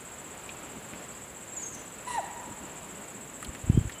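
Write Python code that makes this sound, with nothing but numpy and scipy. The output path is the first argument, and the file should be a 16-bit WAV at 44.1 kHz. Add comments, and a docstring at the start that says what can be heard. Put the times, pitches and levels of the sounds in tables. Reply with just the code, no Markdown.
"""A spotted deer gives one short, high alarm yelp across a grassy clearing; the forest edge echoes it.
A bush cricket trills throughout with paired wing strokes, over a dull hush, far insects and fine hiss.
A small bird pipes four falling notes; others whistle far off. Dry ticks and low rustles come and go,
and near the end handling rocks the microphone mount in a cluster of soft, low bumps."""
import sys
import numpy as np
from scipy import signal
from scipy.fft import rfft, irfft, next_fast_len
from scipy.io import wavfile
from scipy.ndimage import map_coordinates

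SR = 44100
rng = np.random.default_rng(int(sys.argv[2]) if len(sys.argv) > 2 else 0)


def put_to_file(sound):
    """Save the sound as 16-bit audio at rate SR, in the file named by the first command-line argument."""
    columns = np.atleast_2d(sound).T  # one column per channel
    safe = np.clip(columns, -1, 1)
    whole_steps = np.round(safe * 32767)
    wavfile.write(sys.argv[1], SR, whole_steps.astype(np.int16))


N = 176400


def deer():
    """A nearly pure yelp from a strained throat, its rasp gated by each cycle, echoed by the trees."""
    # the pitch holds, then drops as the yelp closes: t/s, f/Hz
    pitch_curve = [(2.062, 900), (2.077, 1003), (2.11, 977), (2.138, 964), (2.163, 940), (2.179, 895),
                   (2.19, 790), (2.205, 610)]
    # envelope of the fundamental: t/s, level/dB
    body_levels = [(2.062, -62), (2.076, -35), (2.087, -36), (2.095, -47), (2.105, -33), (2.114, -35.5),
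                   (2.126, -54), (2.142, -36.5), (2.174, -32.5), (2.187, -25), (2.203, -35), (2.212, -56)]
    # envelope of the overtones and subtone: t/s, level/dB
    edge_levels = [(2.062, -68), (2.078, -49), (2.105, -56), (2.122, -44.5), (2.14, -42.5), (2.155, -48.5),
                   (2.182, -41), (2.193, -47), (2.204, -69)]
    # overtones: multiple, relative level/dB, hoarseness as phase scatter/rad
    overtones = [(2, 1, 0.15), (3, -10, 0.6), (4, -16.5, 1.5)]
    # throat and mouth resonances in the rasp: f/Hz, relative level/dB
    throat = [(400, -5), (1200, 3), (1450, -18), (1900, 8), (2350, -13), (2750, 4), (3250, -16),
              (3950, 1.5), (5050, -17), (5600, -5), (6200, -10), (7500, 1), (9300, -2), (9900, -7.5),
              (10700, 0.5), (11300, -19), (15000, -30)]
    # decay of the far echo: f/Hz, t60/s
    forest_decay = [(300, 1), (950, 2.24), (2000, 1.36), (4000, 0.58), (10000, 0.49)]
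    # colour of the far echo: f/Hz, gain/dB
    forest_tone = [(400, -10), (800, -9), (900, -4.5), (965, 1.5), (1030, -4), (1200, 3), (1700, 0.5),
                   (1950, 0.5), (4000, 1), (10000, -3)]
    jitter, subtone_db, near_db, far_db = .014, -11, -10.5, -9.5
    rasp_db, start_s, attack_s, end_s, release_s = -42, 2.06, .03, 2.205, .046
    t = clock()
    phase = cycles(np.interp(t, *np.transpose(pitch_curve)) * (1 + jitter * wobble(1100)))
    edge = sum(amp(db + 2.3 * wobble(220)) * np.sin(k * phase + hoarse * wobble(700))
               for k, db, hoarse in overtones)
    edge += amp(subtone_db) * np.sin(phase / 2)  # strain adds a half-pitch tone
    body = np.sin(phase) * amp(1.2 * wobble(400))
    tone = np.sqrt(2) * (swell(body_levels) * body + swell(edge_levels) * edge)
    push = np.clip((t - start_s) / attack_s, 0, 1) * np.clip((end_s - t) / release_s, 0, 1)
    rasp = unit(coloured(rng.standard_normal(N) * (1 + np.cos(phase)), throat))
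    call = tone + amp(rasp_db) * push * rasp
    near = filtered(echo(call, t60=.2, delay_s=.035), lambda hz: 1 / (1 + 1j * hz / 3500))
    far = coloured(echo(call, forest_decay, delay_s=.075), forest_tone)
    return call + amp(near_db) * near + amp(far_db) * far


def cricket():
    """Each chirp is two scratchy wing strokes sliding down in pitch, blurred by stirring undergrowth."""
    # the trill drags and hurries a little: t/s, lag/s
    drag = [(0, .005), (.5, 0), (.8, .001), (1.35, .006), (1.75, .0015), (2.8, .001), (3.5, -.001)]
    start_s, chirp_hz, level_db, growth_db_per_s = .045, 15.5, -44, .19
    stroke_s, second_stroke_s, top_hz, end_hz, spread_hz = .0145, .019, 8214, 7050, 210
    t = clock() - np.interp(clock(), *np.transpose(drag))
    song = np.zeros(N)
    for lag in (0, second_stroke_s):
        progress = np.clip((t - start_s - lag) % (1 / chirp_hz) / stroke_s, 0, 1)
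        pitch = top_hz + (end_hz - top_hz) * progress + spread_hz * wobble(1500)
        scratch = amp(3.1 * wobble(600) + .5 * wobble(24.8))
        song += arch(progress) * np.sin(cycles(pitch)) * scratch
    song *= amp(level_db + growth_db_per_s * t)
    chirp = np.floor((t - start_s) * chirp_hz).astype(int)
    path = rng.integers(8, size=200)[chirp]  # each chirp takes one of eight echo paths
    scatter = sum(echo(song * (path == k), t60=.14, delay_s=.003) for k in np.unique(path))
    return song + amp(-1) * scatter


def small_bird():
    """Four thin notes stepping down, each scooping up to its pitch and lingering among the trees."""
    # notes: t/s, length/s, f/Hz, level/dB, flutter as a share of the pitch
    notes = [(1.519, 0.029, 7570, -37.5, 0.0049), (1.568, 0.027, 6985, -30.5, 0.0033),
             (1.63, 0.021, 6516, -31.5, .003), (1.739, 0.022, 6160, -40.5, .03)]
    scoop_depth, scoop_s, attack_s = .16, .0013, .002
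    song = np.zeros(N)
    for start, length, hz, db, flutter in notes:
        age = np.clip(clock() - start, 0, length)
        pitch = hz * (1 - scoop_depth * np.exp(-age / scoop_s) + flutter * wobble(1200))
        envelope = (1 - np.exp(-age / attack_s)) * (1 - (age / length) ** 2)
        song += amp(db) * envelope * np.sin(cycles(pitch))
    return song + amp(-1) * echo(song, t60=.45, delay_s=.012)


def handling():
    """Soft pushes rock the microphone mount, a damped resonator, amid low rustling."""
    # bumps: t/s, peak level ahead of the mount's band-pass/dB, contact time/s
    bumps = [(3.49, -29.5, 0.0037), (3.642, -27.5, 0.0019), (3.678, -27, .003), (3.6995, -7.5, 0.00076),
             (3.734, -25, .003), (3.749, -16.5, 0.0015), (3.7762, -6, 0.00038), (3.783, -11.5, 0.0028),
             (3.8127, -23.5, 0.001), (3.854, -24, 0.0021), (3.872, -28, .003)]
    # bell-shaped rustles: centre t/s, half width/s, level/dB
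    rustles = [(0.776, 0.0079, -41), (0.94, 0.012, -43.5), (1.747, 0.034, -49), (2.504, 0.03, -45.5),
               (2.632, .02, -45.5), (3.192, 0.18, -54.5), (3.49, 0.058, -47.5), (3.772, 0.083, -41.5)]
    # dark colour of the rustling: f/Hz, relative level/dB
    rustle_tone = [(30, -24), (110, 1.5), (170, -1.5), (270, 1.5), (450, -12.5), (900, -24), (4000, -56)]
    mount_hz, mount_q, low_hz, top_hz = 110, 1.08, 57, 407
    t, thuds = clock(), np.zeros(N)
    for centre, db, contact in bumps:
        push = -np.exp(-.5 * ((t - centre) / contact) ** 2)
        thud = resonance(push, mount_hz, 1 / mount_q)
        thuds += amp(db) * thud / np.abs(thud).max()

    def mount_band(hz):
        return hz ** 2 / np.hypot(hz ** 2, low_hz ** 2) / np.hypot(1, (hz / top_hz) ** 7)

    rubbing = sum(amp(db) * np.exp(-.5 * ((t - centre) / half) ** 2) for centre, half, db in rustles)
    return filtered(thuds, mount_band) + rubbing * noise(rustle_tone)


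def ticks():
    """Small dry contacts: a brief resonance and a snap of treble."""
    # contacts: t/s, level/dB, resonance f/Hz, snap level against the body/dB
    contacts = [(.4915, -36, 2500, -24), (0.634, -45, 1090, -22), (0.935, -41, 2090, -20),
                (1.749, -53, 5030, 9), (3.427, -34, 1470, -6), (3.447, -39, 3350, 0),
                (3.5495, -35, 2000, -29), (3.8947, -35, 1900, -9.5), (3.922, -45, 3500, -7)]
    # bright colour of the snap: f/Hz, relative level/dB
    snap_tone = [(1000, 0), (4000, -20), (9000, 10.5), (12000, -2), (15000, -5)]
    body_t60, snap_t60, width = .04, .024, .54
    out = np.zeros(N)
    for start, db, hz, snap_db in contacts:
        age = np.maximum(clock() - start, 0)
        ring = resonance(resonance(rng.standard_normal(N), hz, width), hz, width)
        body = unit(ring) * amp(-60 * age / body_t60)
        snap = noise(snap_tone) * amp(snap_db - 60 * age / snap_t60)
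        out += amp(db) * (age > 0) * (body + snap)
    return out


def far_birds():
    """Faint, wavering whistles that glide and level off, half lost in their echo."""
    # whistles: t/s, length/s, start f/Hz, end f/Hz, level/dB
    whistles = [(0.943, .1, 3800, 5700, -65), (1.1, 0.07, 3980, 5170, -62), (1.568, .08, 3100, 4960, -62),
                (3.71, 0.092, 2940, 3210, -51.5), (3.931, 0.067, 3136, 2990, -51.5)]
    song = np.zeros(N)
    for start, length, start_hz, end_hz, db in whistles:
        progress = np.clip((clock() - start) / length, 0, 1)
        glide = start_hz + (end_hz - start_hz) * np.sin(np.pi * progress / 2)
        pitch = glide * (1 + .015 * wobble(300))
        song += amp(db) * arch(progress) * np.sin(cycles(pitch))
    return song + amp(-4) * echo(song, t60=.35, delay_s=.01)


def forest_air():
    """The bed: a gently wavering hush, a shimmering chorus of far insects and a fine hiss."""
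    # air in the forest: f/Hz, relative level/dB
    hush_tone = [(12, -47), (20, -25), (54, -5.5), (86, -6.5), (109, -5.5), (197, -2), (363, -5), (530, -5),
                 (773, -7.5), (978, -8), (1940, -12.5), (2760, -14), (5600, -28.5), (7280, -37),
                 (12300, -120)]
    # far insects: f/Hz, relative level/dB
    chorus_tone = [(5600, -31), (6500, -13.5), (6950, 7), (7500, 1.5), (8000, 0.5), (8500, -19),
                   (9500, -40)]
    # treble hiss: f/Hz, relative level/dB
    hiss_tone = [(3000, -24), (5400, -20), (6300, 0), (8700, -4), (9800, 0.5), (12000, -4), (15500, -8)]
    hush_db, chorus_db, hiss_db = -46.5, -57.5, -56
    hush = amp(hush_db + .94 * wobble(2.92) + .47 * wobble(11)) * noise(hush_tone)
    chorus = amp(chorus_db + 2.2 * wobble(40)) * noise(chorus_tone)
    return hush + chorus + amp(hiss_db) * noise(hiss_tone)


def echo(x, t60, delay_s):
    """Scatter from trees as a decaying noise tail; t60 is one time or (f/Hz, t60/s) points."""
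    hz, t, spectrum = signal.stft(rng.standard_normal(SR + SR // 2), SR, nperseg=256)
    life = along(t60, hz)[:, None] if np.ndim(t60) else t60
    tail = signal.istft(spectrum / 1000 ** (t / life), SR, nperseg=256)[1]
    delayed = np.pad(x, (int(delay_s * SR), 0))
    return signal.fftconvolve(delayed, tail / np.linalg.norm(tail))[:N]


def amp(db):
    """Decibels to gain."""
    return 10 ** (np.asarray(db) / 20)


def unit(x):
    """Scale to rms 1."""
    return x / np.sqrt(np.mean(x ** 2) + 1e-20)


def clock():
    """Time of each sample."""
    return np.arange(N) / SR


def cycles(hz):
    """Running phase of a pitch, in radians."""
    return 2 * np.pi * np.cumsum(hz) / SR


def along(points, hz):
    """Interpolate (f/Hz, value) points on a log frequency axis."""
    f, value = np.transpose(points)
    return np.interp(np.log(hz + 1), np.log(f + 1), value)


def swell(points):
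    """Envelope through (t/s, level/dB) points, silent outside them."""
    times, db = np.transpose(points)
    t = clock()
    return amp(np.interp(t, times, db)) * (t > times[0]) * (t < times[-1])


def arch(progress):
    """A round, steep-sided envelope over progress 0 to 1."""
    return np.sqrt(np.abs(np.sin(np.pi * progress)))


def wobble(rate):
    """A smooth random curve, rate knots a second."""
    return map_coordinates(rng.standard_normal(int(N * rate / SR) + 4), [clock() * rate])


def filtered(x, response):
    """Filter x by a complex response of frequency."""
    size = next_fast_len(N + SR // 2)
    return irfft(rfft(x, size) * response(np.fft.rfftfreq(size, 1 / SR)), size)[:N]


def resonance(x, hz, width):
    """One damped resonance, width relative to its frequency."""
    return filtered(x, lambda f: 1j * f * hz * width / (hz * hz - f * f + 1j * f * hz * width))


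def coloured(x, tone):
    """Equalise x through (f/Hz, gain/dB) points."""
    return filtered(x, lambda hz: amp(along(tone, hz)))


def noise(tone):
    """Coloured noise of rms 1."""
    return unit(coloured(rng.standard_normal(N), tone))


def scene():
    """The clearing at one microphone."""
    return (deer() + cricket() + small_bird() + far_birds() + ticks() + handling() + forest_air())[None]


def record(dry):
    """A brick-wall low-pass takes off the very top."""
    top_hz = 15550
    return filtered(dry[0], lambda hz: hz < top_hz)[None]


dry = scene()
out = record(dry)
put_to_file(out)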